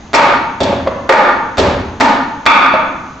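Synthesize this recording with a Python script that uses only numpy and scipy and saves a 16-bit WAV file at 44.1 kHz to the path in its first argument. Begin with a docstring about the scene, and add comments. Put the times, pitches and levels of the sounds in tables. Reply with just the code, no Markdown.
"""Six blows of forearms and palms on a wooden training dummy, about half a second apart, in a hard-walled hall.
Hand and sleeve brush the wood, then skin slaps and cracks, a loose arm rattles and the wood's modes ring.
On the second and fourth blows a palm adds a low thump and sway; hollow knocks follow some of the blows.
Close reflections come first, then a hall tail dies band by band, longest in the bass.
The overloaded recorder's limiter flattens each blow, then lets the hall and the steady room hiss swell back."""
import sys
import numpy as np
from scipy import signal
from scipy.fft import rfft, irfft
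from scipy.io import wavfile

SR = 44100
rng = np.random.default_rng(int(sys.argv[2]) if len(sys.argv) > 2 else 0)


def unload_wav(signal):
    """Save mono or channel-first audio to the path in sys.argv[1] as 16-bit WAV at rate SR, clipped to [-1, 1]."""
    wavfile.write(
        sys.argv[1],
        SR,
        np.round(np.clip(np.atleast_2d(signal).T, -1, 1) * 32767).astype(np.int16),
    )


N = 141120
T = np.arange(N) / SR
HZ = np.maximum(np.fft.rfftfreq(N, 1 / SR), 1)


def from_db(db):
    """Decibels to gain."""
    return 10 ** (np.asarray(db) / 20)


def at_hz(points, hz):
    """Read a (frequency, value) table on a log-frequency axis."""
    f, v = np.transpose(points)
    return np.interp(np.log(hz), np.log(f), v)


def dying(t60):
    """Exponential decay that falls 60 dB in t60 seconds."""
    return np.exp(-np.log(1000) * T / t60)


def rising(seconds):
    """Exponential approach to full level with this time constant."""
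    return 1 - np.exp(-T / seconds)


def convolve(x, response):
    """Play x through a response."""
    return signal.fftconvolve(x, response, axes=-1)[..., :N]


def shaped(x, spectrum):
    """Filter by a smooth spectrum."""
    return irfft(rfft(x) * from_db(at_hz(spectrum, HZ)), N)


def coloured(x, spectrum):
    """Give noise a spectrum and bring it to rms 1."""
    y = shaped(x, spectrum)
    return y / y.std()


def clicks(times, sizes):
    """A train of single-sample clicks."""
    positions = (np.ravel(times) * SR).astype(int)
    return np.bincount(positions, np.ravel(sizes), N)[:N]


# Stereo width, side relative to mid: [f/Hz, level/dB]
STEREO_WIDTH = [(60, -24), (300, -20), (700, -9), (1400, -6.5), (2800, -3.5), (7000, -10)]


def diffuse_noise():
    """Stereo noise, alike in both channels in the bass and wider in the treble."""
    mid, side = rng.standard_normal((2, N))
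    return mid + shaped(side, STEREO_WIDTH) * np.array([[1], [-1]])


# Blows: [t/s, level/dB, drive of thud, frame, hollow, knock, clack, ping, snap and click registers/dB,
#         skin slap relative to the blow level/dB]
BLOWS = [ (0.1402, 3.5, -25.5, -7.5, 8, -1, 4.5, 0.5, 5.5, -9.5, 0.5),
         (.6050, -9, 15, 7, 15, -3, -15, -18, -4.5, 2.5, -1),
         (1.0923, 5.5, -12.5, -7.5, 3.5, -1, 3, 3.5, 0.5, -8, -5.5),
         (1.5830, -8.5, 16.5, 7, 15, -2, -14.5, -5.5, -20, -17, 5.5),
         (2.005, -1, -8, 4, 3, 3, -1, 1.5, -3.5, -24, -1),
         (2.4630, 13.5, -26.5, -9.5, -5.5, -7.5, 6, -8, 7, -2.5, -10.5), ]
# Register centres, from thud to click: [f/Hz]
REGISTER_HZ = [100, 270, 570, 890, 1250, 1780, 2400, 3500]
# Light touches of hand and sleeve: [t/s, wood level/dB, slap level/dB]
TOUCHES = [(.1330, -19, -7.5), (0.635, -32.5, -12), (1.5724, -17, -13.5), (1.5925, -52, -27),
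           (2.0010, -23, -9), (2.4565, -22.5, -13)]
# Ringing modes of the dummy: [f/Hz, level/dB, t60/s]
WOOD_MODES = [(83.7, -16, 0.21), (131.8, -15, 0.04), (165, -24, 0.13), (202, -15.5, 0.088),
              (276.9, -10, 0.13), (392, -11.5, 0.033), (482, -12.5, .06), (571, -6, 0.089), (705, 2, 0.02),
              (790, -12.5, 0.066), (839, -1, 0.076), (926, 1, 0.075), (1118, -6.5, 0.039),
              (1230.5, -3, 0.051), (1343, -5.5, 0.038), (1453, -1, 0.022), (1750, -5, .03), (1897, -8, .03),
              (2155, -13, 0.06), (2233, -13, 0.062), (2384, -10.5, 0.031), (2544, -13.5, 0.033),
              (2650, -12, 0.02), (3428, -5.5, 0.024), (3715, -9.5, 0.019), (4520, -11.5, 0.017)]
# The arm bounces in its socket after each blow
RATTLES, RATTLE_GAP_S = 3, 0.007  # the gap is scaled at random for each bounce
RATTLE_DB, RATTLE_LOSS_DB = -14, 5.5  # first bounce, and drop per further bounce


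def wood():
    """Blows, arm bounces and light touches strike a bank of two-pole resonators, one per mode."""
    blows, touches = np.array(BLOWS), np.array(TOUCHES)
    gaps = RATTLE_GAP_S * rng.uniform(0.4752, 1.5, (len(blows), RATTLES))
    bounce_s = blows[:, :1] + np.cumsum(gaps, axis=1)
    bounce_gain = from_db(RATTLE_DB - RATTLE_LOSS_DB * np.arange(RATTLES))
    touch_force = clicks(touches[:, 0], from_db(touches[:, 1]))
    out = 0
    for k, (hz, db, t60) in enumerate(WOOD_MODES):
        drive_db = [row[1] + at_hz(list(zip(REGISTER_HZ, row[2:-1])), hz) for row in BLOWS]
        drive = from_db(drive_db)
        rattle = drive[:, None] * bounce_gain * rng.standard_normal(bounce_s.shape)
        force = clicks(blows[:, 0], drive) + clicks(bounce_s, rattle) + touch_force
        r = np.exp(-np.log(1000) / (t60 * SR))
        w = 2 * np.pi * hz / SR
        # the tiny offset keeps the filter clear of denormal numbers
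        ring = signal.lfilter([0, np.sin(w)], [1, -2 * r * np.cos(w), r * r], force + 1e-18)
        out = out + (-1) ** k * from_db(db) * ring  # neighbouring modes alternate in polarity
    return out


# Slap spectrum: [f/Hz, level/dB per Hz]
SLAP_SPECTRUM = [(100, -7), (400, 3.5), (1000, 4), (2000, -4), (3000, -6), (4300, -6.5), (5500, -11),
                 (7500, -16.5), (9000, -32.5)]
SLAP_DB = 30


def skin():
    """Every contact of skin on wood is a click filtered to a short bright slap."""
    blow_slaps = [(row[0], row[1] + row[-1]) for row in BLOWS]
    touch_slaps = [(row[0], row[-1]) for row in TOUCHES]
    s, db = np.transpose(blow_slaps + touch_slaps)
    return shaped(clicks(s, from_db(db + SLAP_DB)), SLAP_SPECTRUM)


# Sharp cracks of contact, heard straight from the wood: [t/s, level/dB, centre f/Hz]
CRACKS = [(0.1398, -3, 1980), (0.148, -6, 5000), (0.156, -21, 5070), (0.606, -19, 3500), (0.631, -15, 3900),
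          (1.093, -7, 1770), (1.123, 2, 1750), (1.573, -25.5, 1500), (1.58, -14.5, 3500),
          (1.5965, -14, 3560), (2.008, -4, 1860), (2.463, 2, 1710)]
CRACK_T60_S, CRACK_RISE_S, CRACK_WIDTH_OCT = 0.062, 0.00077, 0.41


def cracks():
    """Each crack is a rough noise burst around one pitch, gone in a few hundredths of a second."""
    noise, out = rfft(diffuse_noise()), 0
    shape = rising(CRACK_RISE_S) * dying(CRACK_T60_S)
    for s, db, hz in CRACKS:
        octaves_off = np.log2(HZ / hz)
        band = irfft(noise / (1 + (octaves_off / CRACK_WIDTH_OCT) ** 2), N)
        burst = np.interp(T - s, T, shape, left=0)
        out = out + from_db(db) * band / band.std() * burst
    return out


# The flat of the palm lands on the trunk: [t/s, level/dB]
PALM_THUMPS = [(0.604, -16), (1.578, -8)]
# Thump spectrum: [f/Hz, level/dB per Hz]
THUMP_SPECTRUM = [(40, -16.5), (70, 13.5), (100, 2), (150, -22.5), (350, 1), (550, 5), (1000, -28),
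                  (3000, -43.5)]
THUMP_T60_S = 0.29


def thumps():
    """A palm shakes the whole stand: decaying noise makes a low, pitchless shudder."""
    s, db = np.transpose(PALM_THUMPS)
    envelope = convolve(clicks(s, from_db(db)), dying(THUMP_T60_S))
    return envelope * coloured(rng.standard_normal(N), THUMP_SPECTRUM)


SWAY_HZ, SWAY_SWELL_S, SWAY_T60_S, SWAY_DB = 90, 0.021, 0.065, 12  # level is relative to the thump


def sway():
    """A palm sets the heavy trunk bouncing on its stand for a few low cycles, carried through the floor."""
    s, db = np.transpose(PALM_THUMPS)
    shape = rising(SWAY_SWELL_S) * dying(SWAY_T60_S)
    return convolve(clicks(s, from_db(db + SWAY_DB)), shape * np.sin(2 * np.pi * SWAY_HZ * T))


# Short hollow knocks, close to the microphone: [t/s, level/dB, pitch f/Hz]
KNOCKS = [(.668, -23, 567), (.727, -12, 589), (.861, -17.5, 637), (.8715, -4, 558), (1.097, 2, 542),
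          (1.108, -0.5, 540), (1.135, 3.5, 601), (2.738, -3, 623), (2.747, -12, 550)]
# Spectrum of the rough tick in each knock: [f/Hz, level/dB per Hz]
TICK_SPECTRUM = [(100, -20.5), (300, 3), (600, 0.5), (1300, -2.5), (2500, -15.5), (4500, -25.5),
                 (8000, -47)]
KNOCK_SWELL_S, KNOCK_T60_S = 0.014, 0.025
TICK_DB = -8.5  # relative to the knock


def knocks():
    """Dull sine knocks that swell for a few cycles and die at once, each with a little noisy tick."""
    s, db, pitch_hz = np.transpose(KNOCKS)
    shape = rising(KNOCK_SWELL_S) * dying(KNOCK_T60_S)
    shape = shape / shape.max()
    ring = 0
    for t, gain, hz in zip(s, from_db(db), pitch_hz):
        ring = ring + convolve(clicks([t], [gain]), shape * np.sin(2 * np.pi * hz * T))
    tick_envelope = convolve(clicks(s, from_db(db + TICK_DB)), shape)
    return ring + tick_envelope * coloured(rng.standard_normal(N), TICK_SPECTRUM)


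# Hall decay: [f/Hz, t60/s]
HALL_T60 = [(80, 1.45), (250, 1.1), (550, 0.5), (1000, 1), (2300, 0.75), (4500, 0.67), (8000, 0.34)]
# Hall colour: [f/Hz, level/dB]
HALL_COLOUR = [(80, -10.5), (250, 4.5), (550, -0.5), (1000, 1), (2300, 3), (4500, -1), (8000, 1.5)]
EARLY_DB, EARLY_T60_S, EARLY_BUILD_S = -3, 0.12, 0.0027
HALL_DB, HALL_BUILD_S = 4.5, 0.053


def hall(x, direct_db):
    """Direct sound, close reflections from floor and mirror, and a long tail that dies band by band."""
    early = diffuse_noise() * dying(EARLY_T60_S) * rising(EARLY_BUILD_S)
    early = early / np.linalg.norm(early[0])
    noise, tail = rfft(diffuse_noise()), 0
    centres = np.geomspace(60, 9000, 12)
    for hz, share in zip(centres, np.eye(len(centres))):
        # triangular bands on a log-frequency axis
        band = irfft(noise * np.interp(np.log(HZ), np.log(centres), share), N)
        tail = tail + band * from_db(at_hz(HALL_COLOUR, hz)) * dying(at_hz(HALL_T60, hz))
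    tail = tail * rising(HALL_BUILD_S) / np.linalg.norm(tail[0])
    response = from_db(EARLY_DB) * early + from_db(HALL_DB) * tail
    return from_db(direct_db) * x + convolve(x[None], response)


# Room hiss spectrum: [f/Hz, level/dB per Hz]
HISS_SPECTRUM = [(30, -6), (80, -0.5), (140, -4.5), (250, -0.5), (450, -13), (900, -11), (2000, -21.5),
                 (4000, -26.5), (5400, -31.5), (6500, -23), (7800, -47.5)]
HISS_DB = -33.5


def hiss():
    """Steady room hiss: diffuse stereo noise, darkened by its spectrum."""
    return from_db(HISS_DB) * coloured(diffuse_noise(), HISS_SPECTRUM)


BODY_DIRECT_DB, SLAP_DIRECT_DB, KNOCK_HALL_DB = -10, -7, -1.5


def scene():
    """Wood, thumps, knocks and slaps in the hall; knocks, cracks and sway also arrive without it, over hiss."""
    dull = knocks()
    body = hall(wood() + thumps() + from_db(KNOCK_HALL_DB) * dull, BODY_DIRECT_DB)
    slaps = hall(skin(), SLAP_DIRECT_DB)
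    return body + slaps + dull + cracks() + sway() + hiss()


LIMIT_DB, SENSE_S, ATTACK_S = -3, 0.00078, 0.00052
RELEASE_DB_PER_S, SQUEEZE = 67.5, 0.85  # fall of the held overshoot; share of it taken off the level
CEILING, KNEE = 1.154, 2.94  # soft clip: full scale is 1; a higher knee bends more sharply
STOPBAND_HZ = 8700


def smooth(x, seconds):
    """One-pole smoothing with this time constant."""
    r = np.exp(-1 / (seconds * SR))
    return signal.lfilter([1 - r], [1, -r], x)


def record(dry):
    """A limiter ducks on each blow and recovers slowly; what slips past is soft-clipped; the top is cut."""
    power = smooth(np.mean(dry ** 2, axis=0), SENSE_S)
    over_db = np.maximum(10 * np.log10(power + 1e-12) - LIMIT_DB, 0)
    # a running maximum on a tilted axis holds each peak and lets it fall at a steady rate
    release_db = RELEASE_DB_PER_S * T
    held_db = np.maximum.accumulate(over_db + release_db) - release_db
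    x = dry * from_db(-SQUEEZE * smooth(held_db, ATTACK_S))
    x = x / (1 + np.abs(x / CEILING) ** KNEE) ** (1 / KNEE)
    top_cut = signal.cheby2(14, 50, STOPBAND_HZ, fs=SR, output="sos")  # order 14, 50 dB down
    return signal.sosfilt(top_cut, x)


dry = scene()
out = record(dry)
unload_wav(out)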